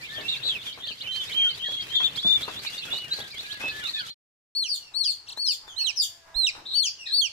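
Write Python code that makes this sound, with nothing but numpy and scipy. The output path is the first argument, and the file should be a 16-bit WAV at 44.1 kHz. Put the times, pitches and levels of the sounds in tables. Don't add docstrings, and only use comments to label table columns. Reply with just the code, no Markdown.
import sys
import numpy as np
from scipy import signal
from scipy.fft import rfft, irfft, next_fast_len
from scipy.io import wavfile
from scipy.ndimage import map_coordinates

SR = 44100
rng = np.random.default_rng(int(sys.argv[2]) if len(sys.argv) > 2 else 0)


def materialize(psi):
    bounded = np.clip(np.atleast_2d(psi).T, -1, 1)
    quanta = np.round(bounded * 32767).astype(np.int16)
    wavfile.write(sys.argv[1], SR, quanta)


N = 322812
FLOCK_END_S, TUB_START_S, TOP_HZ = 4.145, 4.551, 15600

# t/s, relative shuffle level/dB, relative rustle level/dB
FOOT_ACTIVITY = [(0.0, -51, -60), (0.67, -50.5, -56.5), (0.88, -54.5, -63), (1.32, -55, -58.5),
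                 (1.94, -52, -58.5), (2.37, -53, -56.5), (2.96, -52, -55.5), (3.48, -56.5, -58),
                 (3.79, -50, -58), (3.9, -57.5, -59)]
# f/Hz, relative density/dB
SHUFFLE_SPECTRUM = [(25, -11.5), (70, -1.5), (130, 5.5), (200, -2), (450, -3), (900, -7.5), (1800, -4),
                    (3000, -4), (6000, -21.5)]
RUSTLE_SPECTRUM = [(500, -6.5), (2000, 4.5), (4000, 6.5), (7000, 1), (9000, -5.5), (12000, -5),
                   (15500, -16.5)]
SHED_AIR = [(15, -37), (25, -2), (113, -16.5), (368, -15), (567, -21.5), (970, -19), (2700, -21.5),
            (3630, -17.5), (4040, -21.5), (5430, -27), (7910, -17.5), (9300, -34.5), (12200, -41.5),
            (14300, -27.5), (15500, -26)]
TUB_AIR = [(15, -36.5), (25, -20), (107, -2.5), (169, -16), (399, -11.5), (598, -14.5), (919, -19),
           (1850, -12), (4260, -14), (5580, -13.5), (8580, -24.5), (9550, -26.5), (15500, -39.5)]
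BRUSH_SPECTRUM = [(60, 0.5), (300, -14.5), (600, -8), (850, 3.5), (1200, -0.5), (1750, -5), (3000, -18),
                  (9000, -27)]
# t/s, length/s, nominal f/Hz, level/dB, left-right/dB
SLIDE_NOTES = [(0, 0.047, 1920, -49.5, -3), (.14, 0.087, 3300, -37, 4), (.32, 0.046, 3560, -32, 1),
               (.34, 0.031, 2490, -36, -5), (.482, 0.066, 3460, -27, -5), (.545, 0.031, 2750, -30.5, -11),
               (.655, 0.061, 3445, -34.5, 1), (.82, 0.13, 1880, -53, 0), (.905, 0.022, 2680, -45, 0),
               (1.06, 0.03, 3020, -33, -13), (1.1, 0.056, 1980, -58, -7), (1.155, 0.05, 1710, -53, -9),
               (1.22, 0.04, 2870, -50, -7), (1.435, 0.091, 1490, -44.5, -8), (2.44, 0.11, 2820, -46, 4),
               (2.65, 0.052, 2893, -40, 0), (3.32, 0.068, 2300, -46, 3), (3.44, 0.048, 2950, -51.5, 2),
               (3.785, 0.049, 3290, -46, -2), (3.82, 0.085, 1382, -38.5, -4.5),
               (3.998, 0.023, 3240, -38, -2), (3.985, 0.1, 1470, -43, -1), (4.78, 0.17, 2905, -60.5, -2),
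               (5.668, 0.09, 3428, -47.5, 14), (5.78, 0.05, 2950, -41.5, -3),
               (6.745, 0.022, 3220, -43.5, 3), (6.978, 0.12, 2745, -47, 5), (7.06, 0.062, 1805, -50, 9)]
PEEP_NOTES = [(.88, 0.05, 3214, -33, 23), (1.295, 0.024, 2260, -36, -6), (1.2, 0.055, 3570, -30.5, -2),
              (1.64, 0.047, 1955, -36, -16), (1.95, 0.042, 3680, -22.5, 11), (2.647, .06, 2470, -40, -2),
              (2.775, .04, 4580, -34.5, -8), (3.825, 0.07, 2937, -38.5, -10), (3.93, 0.1, 3690, -33, -1),
              (3.94, 0.12, 1783, -42, -8)]
# t/s, length/s, start f/Hz, end f/Hz, level/dB
FEEDING_NOTES = [(0.019, 0.054, 2390, 3870, -39), (.085, 0.027, 3200, 4360, -41.5),
                 (0.199, 0.019, 3037, 5270, -36.5), (0.204, 0.023, 3690, 4480, -44),
                 (0.347, 0.034, 3400, 4720, -39), (0.415, 0.035, 3480, 4860, -39),
                 (0.461, 0.029, 3750, 4680, -39.5), (.61, 0.023, 3080, 4050, -40.5),
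                 (0.826, 0.047, 3580, 4700, -37.5), (0.864, 0.023, 2600, 4840, -34),
                 (1.004, 0.021, 3190, 4710, -37), (1.11, .065, 4100, 4900, -38),
                 (1.146, 0.034, 2340, 4400, -42), (1.252, 0.05, 3500, 4980, -39.5),
                 (1.299, 0.045, 3110, 4770, -37), (1.465, 0.052, 3570, 5100, -36),
                 (1.628, 0.028, 3420, 4330, -49), (1.693, .025, 3680, 4700, -43.5),
                 (1.72, 0.026, 3380, 4660, -42.5), (1.776, 0.049, 2200, 3150, -49),
                 (1.797, .033, 3400, 4870, -40.5), (1.919, 0.055, 3700, 4900, -37),
                 (2.032, 0.02, 3750, 4600, -37.5), (2.147, 0.024, 3380, 5270, -36),
                 (2.166, 0.046, 3300, 4670, -29), (2.203, 0.025, 3480, 5300, -41.5),
                 (2.33, 0.02, 3700, 4800, -47.5), (2.406, 0.042, 3300, 4650, -35),
                 (2.559, 0.045, 3560, 4890, -36.5), (2.657, 0.03, 3450, 5000, -33),
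                 (2.721, .04, 3370, 3970, -39), (2.767, 0.031, 3420, 4430, -38),
                 (2.818, 0.03, 2390, 4270, -37.5), (2.904, 0.047, 3456, 4500, -30.5),
                 (2.941, 0.048, 3680, 4840, -34), (3.107, 0.04, 3914, 4860, -29),
                 (3.162, 0.037, 3960, 4800, -37.5), (3.198, 0.028, 3290, 4130, -39),
                 (3.31, 0.018, 4170, 5050, -41), (3.364, .048, 3370, 4710, -35.5),
                 (3.381, 0.02, 3400, 3940, -40.5), (3.449, 0.025, 3500, 4600, -54.5),
                 (3.495, 0.036, 3000, 4740, -37), (3.511, 0.027, 3400, 5470, -50),
                 (3.663, 0.051, 3570, 4650, -40), (3.686, 0.03, 3360, 4510, -40.5),
                 (3.806, 0.04, 3260, 4360, -42), (3.839, 0.044, 3600, 4670, -32.5),
                 (3.882, 0.021, 3650, 4690, -32.5), (3.941, 0.042, 3620, 5150, -41.5),
                 (3.98, 0.026, 3900, 5070, -34), (4.08, 0.024, 2950, 3930, -43)]
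# t/s, length/s, crest f/Hz, level/dB, left-right/dB
WHISTLE_NOTES = [(0.083, 0.16, 1806, -41, -1.5), (0.218, 0.17, 2756, -37.5, -1),
                 (1.019, .23, 3102, -32, -12), (1.276, 0.17, 2370, -46, -7), (1.311, 0.22, 3183, -27, -10),
                 (1.36, 0.13, 2814, -48.5, 0), (1.588, 0.26, 3310, -27, 4.5), (1.89, 0.2, 3320, -27, 4),
                 (2.021, 0.061, 3604, -20.5, 8), (2.214, 0.18, 3582, -22, 1), (2.66, 0.17, 2845, -46, 0),
                 (2.865, 0.23, 2920, -42.5, 5), (3.063, .25, 1640, -45, -1), (3.422, 0.19, 1683, -44, -1.5),
                 (3.594, 0.14, 2602, -36, -6), (3.659, 0.2, 1736, -42, 2.5),
                 (4.085, 0.054, 4220, -36.5, -5)]
# t/s, relative level/dB, resonance f/Hz, t60/s
PECKS_AND_STEPS = [(.18, -35.5, 433, 0.32), (0.45, -44, 390, 0.21), (0.774, -40, 790, 0.13),
                   (.901, -39.5, 248, 0.13), (1.683, -37, 500, 0.11), (2.001, -29.5, 1050, 0.14),
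                   (2.247, -28, 236, .13), (2.479, -29, 447, 0.1), (2.48, -29.5, 1214, 0.13),
                   (2.649, -27, 2530, 0.025), (2.928, -37, 590, 0.23), (3.185, -37, 433, 0.24),
                   (3.605, -30, 1900, 0.22), (3.638, -30, 504, 0.13), (5.374, -22.5, 1350, 0.0093),
                   (5.678, -34.5, 1000, 0.023), (6.55, -40, 1004, 0.11), (6.575, -52, 367, 1)]
# t/s, length/s, crest f/Hz, level/dB, left-right/dB
HOARSE_CRIES = [(.28, .06, 3830, -27, -4), (.428, .083, 3970, -26, 8), (6.652, .095, 4000, -40, 4),
                (7.055, .1, 4080, -39, 7)]
# length/s, f/Hz, relative level/dB, left-right/dB
ARCHED_CRIES = [(4.534, .043, 0.062, 4460, 3960, -27, 1.5, .055, 3210, -33, -2.5),
                (4.937, 0.049, 0.057, 4490, 3960, -25, 8, .06, 3350, -32, 8.5),
                (5.364, .056, 0.062, 4493, 3840, -27.5, 5, 0.067, 3170, -37, -1),
                (5.759, 0.054, 0.056, 4370, 3730, -25, -18, 0.055, 3176, -26, -20),
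                (6.342, .035, 0.091, 4234, 3580, -22.5, -14, .043, 2900, -25, -0.5),
                (6.727, 0.044, 0.062, 4540, 4103, -22, 6, .058, 3400, -23, 14),
                (7.115, .05, 0.049, 4556, 4220, -21, 3, 0.078, 3350, -24.5, -16)]
# t/s, length/s, held f/Hz, nominal break f/Hz, level/dB, relative tail/dB, left-right/dB
FALLING_CRIES = [(4.685, .057, 4830, 4320, -30.5, -39.5, 18), (5.042, 0.06, 4914, 4270, -29.5, -44.5, 35.5),
                 (5.46, 0.054, 5300, 4350, -28.5, -37.5, 28), (5.967, .049, 5315, 4560, -29, -31, 18)]
# mid-stroke t/s, relative level/dB
BRUSH_STROKES = [(4.95, -67.5), (5.311, -63.5), (5.7, -59.5), (5.86, -63.5), (6.32, -58.5), (6.589, -57.5),
                 (6.72, -66)]
# t/s, length/s, centre f/Hz, swing/Hz, swing rate/Hz, level/dB
TRILL_NOTES = [(5.261, 0.078, 3564, 917, 32, -41.5)]
# t/s, f/Hz, level/dB
HEN_DRAWL = [(5.62, 356, -81), (5.78, 353, -61.5), (6, 348.5, -69.5), (6.2, 336.6, -66),
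             (6.35, 330.4, -56.5), (6.5, 321, -66), (6.6, 315, -74)]
# f/Hz, gain/dB
CHICK_THROAT = [(1200, -6.5), (3000, 9), (5500, 4.5), (6700, -6.5), (7500, -2.5), (9000, -8), (11000, -14),
                (13300, -11), (15500, -18.5)]
HEN_FORMANTS = [(340, -38), (680, 6.5), (1000, 4), (1350, -11), (1720, 6.5), (2050, -2), (2800, -33)]
REFLECTION_COLOUR = [(300, 2.5), (4400, 7.5), (7000, 10.5), (10000, 5), (15000, 8)]
# f/Hz, correlation
PORT_LIKENESS = [(100, 0.91), (300, 0.76), (600, 0.58), (1200, 0), (15000, 0)]
# f/Hz, left-right/dB
TUB_BALANCE = [(2000, 4), (3000, -6), (4400, 3.5), (5500, -2.5), (7500, 6), (10000, 8.5), (13000, -0.5)]


def amp(db):
    return 10 ** (np.asarray(db) / 20)


def unit(x):
    return x / np.sqrt(np.mean(x ** 2) + 1e-20)


def along(points, hz):
    f, values = np.transpose(points)
    return np.interp(np.log(hz + 1), np.log(f), values)


def curves(rows):
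    s, *columns = np.transpose(rows)
    return [np.interp(np.arange(N) / SR, s, column) for column in columns]


def clock(length_s):
    return np.arange(max(int(length_s * SR), 64)) / SR


def wobble(rate, n):
    return map_coordinates(rng.standard_normal(int(n * rate / SR) + 4), [np.arange(n) * rate / SR])


def filtered(x, response):
    n = x.shape[-1]
    padded = next_fast_len(n + 4096)
    return irfft(rfft(x, padded) * response(np.fft.rfftfreq(padded, 1 / SR)), padded)[..., :n]


def add(track, s, x):
    i = int(np.clip(round(s * SR), 0, N - 1))
    track[:, i:i + x.shape[1]] += x[:, :N - i]


def noise(spectrum):
    def mid_side_gains(hz):
        angle = np.arccos(np.clip(along(PORT_LIKENESS, hz), -1, 1)) / 2
        return amp(along(spectrum, hz)) * [np.cos(angle), np.sin(angle)]
    mid, side = filtered(rng.standard_normal((2, N)), mid_side_gains)
    return unit(np.array([mid + side, mid - side]))


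def place(x, pan_db, lead_s, early_db, early_t60, late_db, late_t60):
    t = clock(.45)

    def echoes(t60):
        return unit(rng.standard_normal((2, len(t))) * amp(-60 * t / t60) * (t > .002)) / np.sqrt(len(t))
    room = amp(early_db) * echoes(early_t60) + amp(late_db) * echoes(late_t60)
    response = filtered(room, lambda hz: amp(along(REFLECTION_COLOUR, hz)))
    delay = np.clip(np.round([-lead_s * SR, lead_s * SR]), 0, len(t) - 1).astype(int)
    response[[0, 1], delay] += unit(amp([pan_db / 2, -pan_db / 2]))
    return signal.fftconvolve(x[None], response, axes=1)


def in_shed(x, pan_db, lead_s, wet_db=0):
    return place(x, pan_db, lead_s, early_db=wet_db - 10.5, early_t60=.087,
                 late_db=wet_db - 16, late_t60=.15)


def in_tub(x, pan_db):
    return place(x, pan_db, lead_s=.0003, early_db=-2.5, early_t60=.17, late_db=-12, late_t60=.42)


def on_mic(x, pan_db):
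    return place(x, pan_db, lead_s=.0003, early_db=-16.5, early_t60=.08, late_db=-21, late_t60=.42)


def among_chicks(s, x, db, pan_db):
    if s < FLOCK_END_S:
        faintness_db = np.clip(-20.5 - db, -5, 10)
        return in_shed(amp(db) * x, pan_db, lead_s=.0004, wet_db=.01 * faintness_db)
    return in_tub(amp(db) * x, pan_db)


def glide(t, start, middle, end):
    return np.polyval(np.polyfit([0, .5, 1], [start, middle, end], 2), t / t[-1])


def arch(t, crest_s, start, end, flatness):
    u = (t - crest_s) / np.where(t < crest_s, crest_s, t[-1] - crest_s)
    return 1 - (1 - np.where(u < 0, start, end)) * np.abs(u) ** flatness


def swell(t, rise, fall):
    u = t / t[-1]
    return np.sin(np.pi / 2 * np.minimum(u / rise, 1)) * np.sin(np.pi / 2 * np.minimum((1 - u) / fall, 1))


def syrinx(pitch, overtone_db, slope_db, jitter=.0027, flutter_db=3.5):
    n = len(pitch)
    phase = 2 * np.pi * np.cumsum(pitch * (1 + jitter * wobble(221.6, n))) / SR
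    tone = np.sin(phase)
    for k in range(2, 6):
        gain = amp(overtone_db + slope_db * (k - 2) + along(CHICK_THROAT, k * pitch))
        tone += gain * (k * pitch < TOP_HZ) * np.sin(k * phase)
    return np.sqrt(2) * tone * amp(flutter_db * wobble(74.8, n))


def scuffle(count=170):
    shuffle_db, rustle_db = curves(FOOT_ACTIVITY)
    taps = np.zeros(N)
    tap_samples = (rng.random(count) ** .6 * FLOCK_END_S * SR).astype(int)
    np.add.at(taps, tap_samples, amp(4.5 * rng.exponential(size=count).clip(0, 2)))
    ticks = amp(-10) * unit(signal.lfilter([1], [1, -np.exp(-1 / (.0041 * SR))], taps))
    rustle = noise(RUSTLE_SPECTRUM) * amp(rustle_db + 7.5) * (amp(4 * wobble(25, N)) + ticks)
    shuffle = noise(SHUFFLE_SPECTRUM) * amp(shuffle_db + 2.5) * (amp(3.1 * wobble(18, N)) + ticks)
    return rustle + shuffle


def peeps(rows, start, end, jitter):
    out = np.zeros((2, N))
    for s, length, hz, db, pan_db in rows:
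        t = clock(length)
        overtone_db = -25 if s < FLOCK_END_S else -9
        voice = syrinx(hz * glide(t, start, .94, end), overtone_db, -4, jitter, flutter_db=1.5)
        add(out, s, among_chicks(s, voice * swell(t, rise=.23, fall=.85), db, pan_db))
    return out


def huddle(count=280, rising_share=.62):
    out = np.zeros((2, N))
    for i, (when, kind) in enumerate(rng.random((count, 2))):
        size, height, loudness, side = rng.standard_normal(4)
        db = -48 + 2.5 * min(loudness, 1.3) - 1.53 * abs(height)
        if kind < rising_share:
            t = clock(.035 * np.exp(.25 * size))
            pitch = glide(t, 3148, 3700, 4650) * np.exp(.12 * height)
        else:
            t = clock(.055 * np.exp(.25 * size))
            pitch = glide(t, 2800, 2700, 2276) * np.exp(.26 * min(height, 1.8))
            db -= 2.5
        note = syrinx(pitch, overtone_db=-29, slope_db=-16, jitter=.012) * swell(t, rise=.81, fall=.67)
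        distant = place(amp(db) * note, pan_db=3 * side, lead_s=.00032 * side,
                        early_db=-2.5, early_t60=.13, late_db=-10.5, late_t60=.22)
        add(out, (i + when) / count * FLOCK_END_S, distant)
    return out


def twitters(dwell_s=.04, sag_hz_per_s=9000):
    out = np.zeros((2, N))
    for s, length, start_hz, end_hz, db in FEEDING_NOTES:
        t = clock(length)
        u = t / t[-1]
        climb = u ** (1 + (length / dwell_s) ** 2)
        pitch = start_hz + (end_hz - start_hz) * climb - sag_hz_per_s * t * (1 - u)
        voice = syrinx(pitch, overtone_db=-22.5, slope_db=0, jitter=.012, flutter_db=2.5)
        note = amp(db) * voice * swell(t, rise=.4, fall=.24)
        add(out, s, in_shed(note, rng.normal(0, 3.4), lead_s=rng.normal(.00029, .0001), wet_db=-.5))
    return out


def whistles():
    out = np.zeros((2, N))
    for s, length, hz, db, pan_db in WHISTLE_NOTES:
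        t = clock(length)
        pitch = hz * arch(t, .55 * length, start=.91, end=.93, flatness=3)
        voice = syrinx(pitch, overtone_db=-27, slope_db=-5, jitter=.006, flutter_db=1)
        add(out, s, among_chicks(s, voice * swell(t, rise=.44, fall=.39), db, pan_db))
    return out


def pecks_and_steps():
    out, t = np.zeros((2, N)), clock(.3)
    for s, db, knock_hz, t60 in PECKS_AND_STEPS:
        def dull_resonance(hz):
            resonance = 1j * hz * knock_hz / (knock_hz ** 2 - hz ** 2 + .9j * hz * knock_hz)
            return resonance / (1 + 1j * hz / 3000)
        body = unit(filtered(rng.standard_normal(len(t)), dull_resonance)) * amp(-60 * t / t60)
        crackle = amp(-16) * rng.standard_normal(len(t)) * amp(-60 * t / .026)
        add(out, s, in_shed(amp(db - 4) * (body + crackle), pan_db=6.3, lead_s=.00019))
    return out


def hoarse_cries(rasp=.04):
    out = np.zeros((2, N))
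    for s, length, hz, db, pan_db in HOARSE_CRIES:
        t = clock(length)
        pitch = hz * arch(t, .4 * length, start=.88, end=.92, flatness=2.5)
        pitch *= 1 + rasp * wobble(1100, len(t))
        note = syrinx(pitch, overtone_db=-25, slope_db=-3, flutter_db=3) * swell(t, rise=.2, fall=.15)
        add(out, s, among_chicks(s, note, db, pan_db))
    return out


def broken_tail(length_s, hz, overtone_db, slope_db, end, drop):
    t = clock(length_s)
    pitch = hz * (glide(t, 1, (2 + end) / 3, end) + drop * np.exp(-t / .0025))
    voice = syrinx(pitch, overtone_db, slope_db, jitter=.003, flutter_db=1.5)
    return voice * swell(t, rise=.04, fall=.95) ** 1.25


def arched_cries():
    out = np.zeros((2, N))
    for s, climb, droop, crest_hz, break_hz, db, pan_db, *tail_row in ARCHED_CRIES:
        tail_s, tail_hz, tail_db, tail_pan_db = tail_row
        t = clock(climb + droop)
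        pitch = crest_hz * arch(t, climb, start=.83, end=break_hz / crest_hz, flatness=2.1)
        voice = syrinx(pitch, overtone_db=-15, slope_db=-6, jitter=.0015, flutter_db=-1.5)
        tail = broken_tail(tail_s, tail_hz, overtone_db=-6.5, slope_db=-5.5, end=.63, drop=.21)
        add(out, s, on_mic(amp(db) * voice * swell(t, rise=.44, fall=.04), pan_db))
        add(out, s + climb + droop - .002, on_mic(amp(tail_db - .5) * tail, tail_pan_db))
    return out


def falling_cries(onset_s=.011, onset_hz=6150, scoop_hz=450, sink_hz=200, settle_s=.005):
    out = np.zeros((2, N))
    for s, length, held_hz, break_hz, db, tail_db, pan_db in FALLING_CRIES:
        onset_t, t = clock(onset_s), clock(length)
        onset_pitch = np.linspace(onset_hz, held_hz + scoop_hz, len(onset_t))
        onset = syrinx(onset_pitch, overtone_db=-9, slope_db=-10) * swell(onset_t, rise=.91, fall=.09)
        pitch = np.linspace(held_hz, break_hz, len(t))
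        pitch += scoop_hz * np.exp(-t / settle_s)
        pitch -= sink_hz * np.exp((t - length) / settle_s)
        voice = syrinx(pitch, overtone_db=-12.5, slope_db=-9, jitter=.0015, flutter_db=1.5)
        tail = broken_tail(length_s=.035, hz=3787, overtone_db=.5, slope_db=1.5, end=.68, drop=0)
        add(out, s - onset_s, in_tub(amp(db - 10.5) * onset, pan_db))
        add(out, s, in_tub(amp(db) * voice * swell(t, rise=.18, fall=.078), pan_db))
        add(out, s + length, in_tub(amp(tail_db - 2) * tail, pan_db))
    return out


def brushing(half_stroke_s=.066):
    t = np.arange(N) / SR
    strokes = sum(amp(db) * np.exp(-((t - s) / half_stroke_s) ** 2) for s, db in BRUSH_STROKES)
    catching = amp(2.5 * wobble(40, N))
    return amp(4.5) * (strokes + amp(-72)) * catching * noise(BRUSH_SPECTRUM)


def trill():
    out = np.zeros((2, N))
    for s, length, centre_hz, swing_hz, rate_hz, db in TRILL_NOTES:
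        t = clock(length)
        pitch = centre_hz + swing_hz * np.cos(2 * np.pi * rate_hz * t)
        note = syrinx(pitch, overtone_db=-5, slope_db=-7) * swell(t, rise=.48, fall=.19)
        add(out, s, on_mic(amp(db) * note, pan_db=3.2))
    return out


def far_hen():
    pitch, db = curves(HEN_DRAWL)
    phase = 2 * np.pi * np.cumsum(pitch * (1 + .0128 * wobble(90, N))) / SR
    harmonics = (amp(along(HEN_FORMANTS, k * np.median(pitch))) * np.sin(k * phase) for k in range(1, 8))
    voice = amp(db) * unit(sum(harmonics))
    return place(voice, pan_db=0, lead_s=0, early_db=-12, early_t60=.06, late_db=-10, late_t60=.3)[:, :N]


def handling_bump(at_s=6.357, hz=36, db=-32, t60=.13):
    out, t = np.zeros((2, N)), clock(.2)
    bump = amp(db) * np.sin(2 * np.pi * hz * t) * amp(-60 * t / t60)
    add(out, at_s, np.array([bump, bump]))
    return out


def squawk(at_s=6.844, length_s=.043, nominal_hz=5830, db=-32.5):
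    out, t = np.zeros((2, N)), clock(length_s)
    pitch = nominal_hz * glide(t, 1.22, .88, .85) * (1 + .035 * wobble(900, len(t)))
    note = syrinx(pitch, overtone_db=-20, slope_db=7, flutter_db=-1) * swell(t, rise=.18, fall=.23)
    add(out, at_s, in_tub(amp(db) * note, pan_db=0))
    return out


def scene():
    t = np.arange(N) / SR
    both_places = peeps(PEEP_NOTES, start=1, end=.79, jitter=.016)
    both_places += peeps(SLIDE_NOTES, start=1.08, end=.87, jitter=.017)
    both_places += whistles() + hoarse_cries() + pecks_and_steps()
    shed = both_places + twitters() + huddle() + scuffle() + amp(-72.5) * noise(SHED_AIR)
    cries = arched_cries() + falling_cries() + squawk()
    cries = filtered(cries, lambda hz: amp(np.outer([.5, -.5], along(TUB_BALANCE, hz))))
    tub = both_places + cries + trill() + far_hen() + brushing() + handling_bump()
    tub += amp(-59.5) * noise(TUB_AIR)
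    fade_out = np.clip((FLOCK_END_S - t) / .065, 0, 1)
    cut_in = np.clip((t - TUB_START_S) / .00034, 0, 1)
    return shed * fade_out + tub * cut_in


def record(dry):
    return filtered(dry, lambda hz: hz < TOP_HZ)


dry = scene()
out = record(dry)
materialize(out)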